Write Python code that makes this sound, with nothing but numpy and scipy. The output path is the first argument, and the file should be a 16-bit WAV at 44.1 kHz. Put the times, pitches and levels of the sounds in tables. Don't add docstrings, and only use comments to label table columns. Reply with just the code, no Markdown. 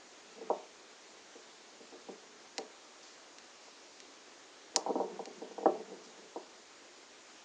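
import sys
import numpy as np
from scipy import signal
from scipy.fft import rfft, irfft, next_fast_len
from scipy.io import wavfile
from scipy.ndimage import uniform_filter1d

SR = 44100
rng = np.random.default_rng(int(sys.argv[2]) if len(sys.argv) > 2 else 0)


def volts(x):
    e = np.asarray(x, float) / 20
    return 10 ** e


def inscribe(sig):
    pcm = np.round(np.clip(np.atleast_2d(sig).T, -1, 1) * 32767)
    wavfile.write(sys.argv[1], SR, pcm.astype(np.int16))


N = 328306


def unit(x):
    return x / np.sqrt(np.mean(x ** 2) + 1e-20)


def along(points, hz):
    f, value = np.transpose(points)
    return np.interp(np.log(hz + 1), np.log(f + 1), value)


def filtered(x, response):
    m = next_fast_len(len(x) + 8192)
    hz = np.fft.rfftfreq(m, 1 / SR)
    return irfft(rfft(x, m) * response(hz), m)[:len(x)]


def add(track, sound, s):
    spot = track[round(s * SR):][:len(sound)]
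    spot += sound[:len(spot)]


def body(modes, f, gains_db=0):
    gains = volts(gains_db) * (-1.) ** np.arange(len(modes))
    total = 0
    for gain, (centre, width, db) in zip(gains, modes):
        damping = 1j * f * width
        total = total + gain * volts(db) * damping / (centre * centre - f * f + damping)
    return total


# f/Hz, level/dB (per Hz)
HISS_SPECTRUM = [(12, -46.5), (20, -27.5), (49, -22), (69, -21.5), (165, -17.5), (217, -7), (324, 0.5),
                 (415, 0), (506, -1.5), (3110, -8.5), (7600, -12), (9880, -42), (16700, -120)]


def hiss():
    z = signal.stft(rng.standard_normal(N + 512), nperseg=512)[2]
    patches = uniform_filter1d(rng.standard_normal(z.shape), 8, 0)
    patches = uniform_filter1d(patches, 12, 1)
    noise = signal.istft(z * volts(0.94 * unit(patches)), nperseg=512)[1][:N]
    flat_top = [point for point in HISS_SPECTRUM if point[0] < 7000]
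    return volts(-55) * unit(filtered(noise, lambda f: volts(along(flat_top, f))))


# t/s, level/dB
ROLLS = [
    [(0.0, -83), (0.27, -53.5), (0.49, -40.5), (0.64, -71)],
    [(0.64, -67), (0.91, -60), (1.88, -60), (2.4, -57.5)],
    [(4.8, -60), (4.93, -32), (5.186, -43.5), (5.89, -42.5), (6.128, -49.5), (6.6, -63)],
]
# f/Hz, width/Hz, level/dB
TABLE_MODES = [(189, 28, -10), (255, 41, -4), (345.5, 38, -1.5), (391.5, 24.4, -0.5), (459, 43.6, 3.5),
               (571, 31, -8.5), (614, 79, -2.5), (777, 123, 1), (830, 210, -6.5), (904.5, 68, 1.5),
               (1145, 68, -9), (1324, 66, -17), (1694, 190, -19), (2180, 630, -22), (3040, 800, -23)]


def rolling():
    bumps_per_s, softening_hz = 300, 350
    bumps = (rng.random(N) < bumps_per_s / SR) * rng.standard_normal(N)
    bumps = bumps * volts(2 * rng.standard_normal(N))
    modes = TABLE_MODES + [(434.7, 20.7, 12.5), (189, 120, -9)]
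    rumble = filtered(bumps, lambda f: body(modes, f) / (1 + 1j * f / softening_hz) ** 2)
    t = np.arange(N) / SR
    level = 0
    for roll in ROLLS:
        level = level + volts(np.interp(t, *np.transpose(roll), left=-120, right=-120))
    return volts(-13) * level * unit(rumble)


# t/s (delay), level/dB
WALLS = [(.0044, -5), (.0065, -3), (.019, -15), (.031, -14)]
# f/Hz, t60/s
ROOM_DECAY = [(200, 0.31), (500, 0.43), (1200, 0.28), (5000, 0.17)]


def in_room(x, wet_db, walls=WALLS):
    hz, t, z = signal.stft(rng.standard_normal(len(x)), SR, nperseg=256)
    decay = volts(-60 * t / along(ROOM_DECAY, hz)[:, None])
    tail = signal.istft(z * decay, SR, nperseg=256)[1][:len(x)]
    tail = tail * np.clip(np.arange(len(tail)) / (0.015 * SR), 0, 1) ** 2
    answer = volts(wet_db) * tail / np.linalg.norm(tail)
    for s, db in [(0.00033, 0.04)] + walls:
        answer[round(s * SR)] += volts(db)
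    return signal.fftconvolve(x, answer)[:len(x)]


# t/s, level/dB (peak), level/dB
KNOCKS = [(.378, -47, -11), (.411, -40, -6.5), (.5, -20, -8.5), (1.352, -47, -3.5), (1.802, -49, -3),
          (1.922, -49.5, 3), (2.085, -35.5, -8), (2.583, -32, -7.5), (4.743, -45.5, -22),
          (4.762, -25, -6.5), (4.862, -25.5, -3), (4.885, -27.5, -20), (4.899, -23.5, -15.5),
          (4.954, -24.5, -8), (5.0, -23.5, -7), (5.192, -32, -10.5), (5.268, -41, -5), (5.417, -36.5, -6.5),
          (5.51, -42.5, -11), (5.58, -31, -10.5), (5.605, -36, -13), (5.629, -32, -19),
          (5.6565, -14.5, -10.5), (5.752, -39, -6), (5.895, -46.5, -5), (5.917, -40, -3.5),
          (6.18, -52.5, -11), (6.359, -30, -8)]
# f/Hz, width/Hz, level/dB
SLOW_MODES = [(380.7, 13, -1), (433, 5.3, -3.5), (490, 9.6, -14), (578.5, 16, -3.5), (619, 6.8, -2.5),
              (772, 15, -0.5), (907, 13, -7), (1040, 7.2, -15), (1303, 12, -12)]


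def knocks():
    middling_db, magnet_harder_db = -30, 13
    contact_s, contact_law = 1.2 / 1000, -.2
    bass_db, bass_per_db = -1.2, -0.23
    spot_scatter_db, slow_scatter_db, slow_db = 3.2, 3, 14
    out, t = np.zeros(N), np.arange(SR // 2) / SR
    bass = np.transpose(TABLE_MODES)[0] < 520
    click_times = np.transpose(CLICKS)[0]
    for s, db, wet_db in KNOCKS:
        by_magnet = np.abs(click_times - s).min() < .006
        hard_db = db - middling_db + magnet_harder_db * by_magnet
        phase = t / (contact_s * volts(contact_law * hard_db))
        push = np.sin(np.pi * phase) ** 2 * (phase < 1)
        spot_db = rng.normal(0, spot_scatter_db, len(TABLE_MODES))
        spot_db = spot_db + (bass_db + bass_per_db * hard_db) * bass
        linger_db = rng.normal(0, slow_scatter_db, len(SLOW_MODES)) + wet_db + slow_db
        thud = filtered(push, lambda f: body(TABLE_MODES, f, spot_db))
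        hum = filtered(push, lambda f: body(SLOW_MODES, f, linger_db))
        hum = hum * np.clip(t / 0.0047, 0, 1)
        knock = in_room(thud, wet_db - 0.5) + hum
        add(out, volts(db - 2.0) * knock / np.abs(thud).max(), s)
    return out


# t/s, level/dB (peak), tilt/dB per octave, t/s (table bounce delay), level/dB (room share)
CLICKS = [
    (2.5809, -27.5, -2.5, .0038, -17.5),
    (3.3844, -44, -3.5, .0018, -25),
    (4.0026, -43, -2, 0.0025, -29.5),
    (4.7612, -12, 4, .003, -19),
    (5.256, -38.5, -3, .0025, -26),
]
# f/Hz, width/Hz, level/dB
METAL_MODES = [(1230, 41, -21), (2010, 340, 7), (3000, 3600, -38), (3970, 120, -4), (4860, 2080, 8.5),
               (7130, 1500, -1), (7330, 230, 9.5), (8860, 5600, 5.5), (10280, 840, 12.5)]


def clicks():
    out, t = np.zeros(N), np.arange(SR // 3) / SR
    for s, db, tilt_db, bounce_s, wet_db in CLICKS:
        chatter = rng.standard_normal(len(t)) * volts(-60 * t / .004) * .08
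        chatter[[0, round(.0007 * SR)]] = 1, .45
        scatter = np.abs(t - .0048) < .0017
        chatter += rng.standard_normal(len(t)) * volts(-32) * scatter
        bright_db = tilt_db * np.log2(np.transpose(METAL_MODES)[0] / 5000)
        snap = filtered(chatter, lambda f: body(METAL_MODES, f, bright_db))
        bounces = [(bounce_s, -9.5), (.0215, wet_db - 17)]
        add(out, volts(db + 8) * in_room(snap / np.abs(snap).max(), wet_db, bounces), s)
    return out


# t/s, length/s, level/dB
RUSTLES = [
    (3.02, 0.25, -60),
    (3.6, 1, -65.5),
    (6.029, 0.085, -57.5),
]


def rustle():
    t = np.arange(N) / SR
    swell = 0
    for s, length, db in RUSTLES:
        rise = np.clip((t - s) / 0.013, 0, 1)
        fade = np.clip(1 - (t - s) / length, 0, 1)
        swell = swell + volts(db) * rise * fade
    return swell * unit(filtered(rng.standard_normal(N), lambda f: body(METAL_MODES[2:7], f)))


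def scene():
    low_cut = signal.butter(8, 181, "high", fs=SR, output="sos")
    struck = signal.sosfilt(low_cut, knocks() + clicks() + rolling())
    return (struck + rustle() + hiss())[None]


def roll_off(x):
    return signal.sosfilt(signal.butter(12, 16500, fs=SR, output="sos"), x)


# f/Hz, level/dB
TREBLE_EDGE = [(7000, 2), (7650, -6), (8000, -13), (8300, -9.5), (9300, -17.5), (9900, -34), (11000, -63),
               (15500, -79)]


def record(dry):
    x = filtered(dry[0], lambda f: volts(along(TREBLE_EDGE, f)))
    x = x + .03 * x ** 2 - .03 * x ** 3
    x = x + volts(-96.0) * filtered(rng.standard_normal(N), lambda f: f < 15000)
    return roll_off(x[None])


dry = scene()
out = record(dry)
inscribe(out)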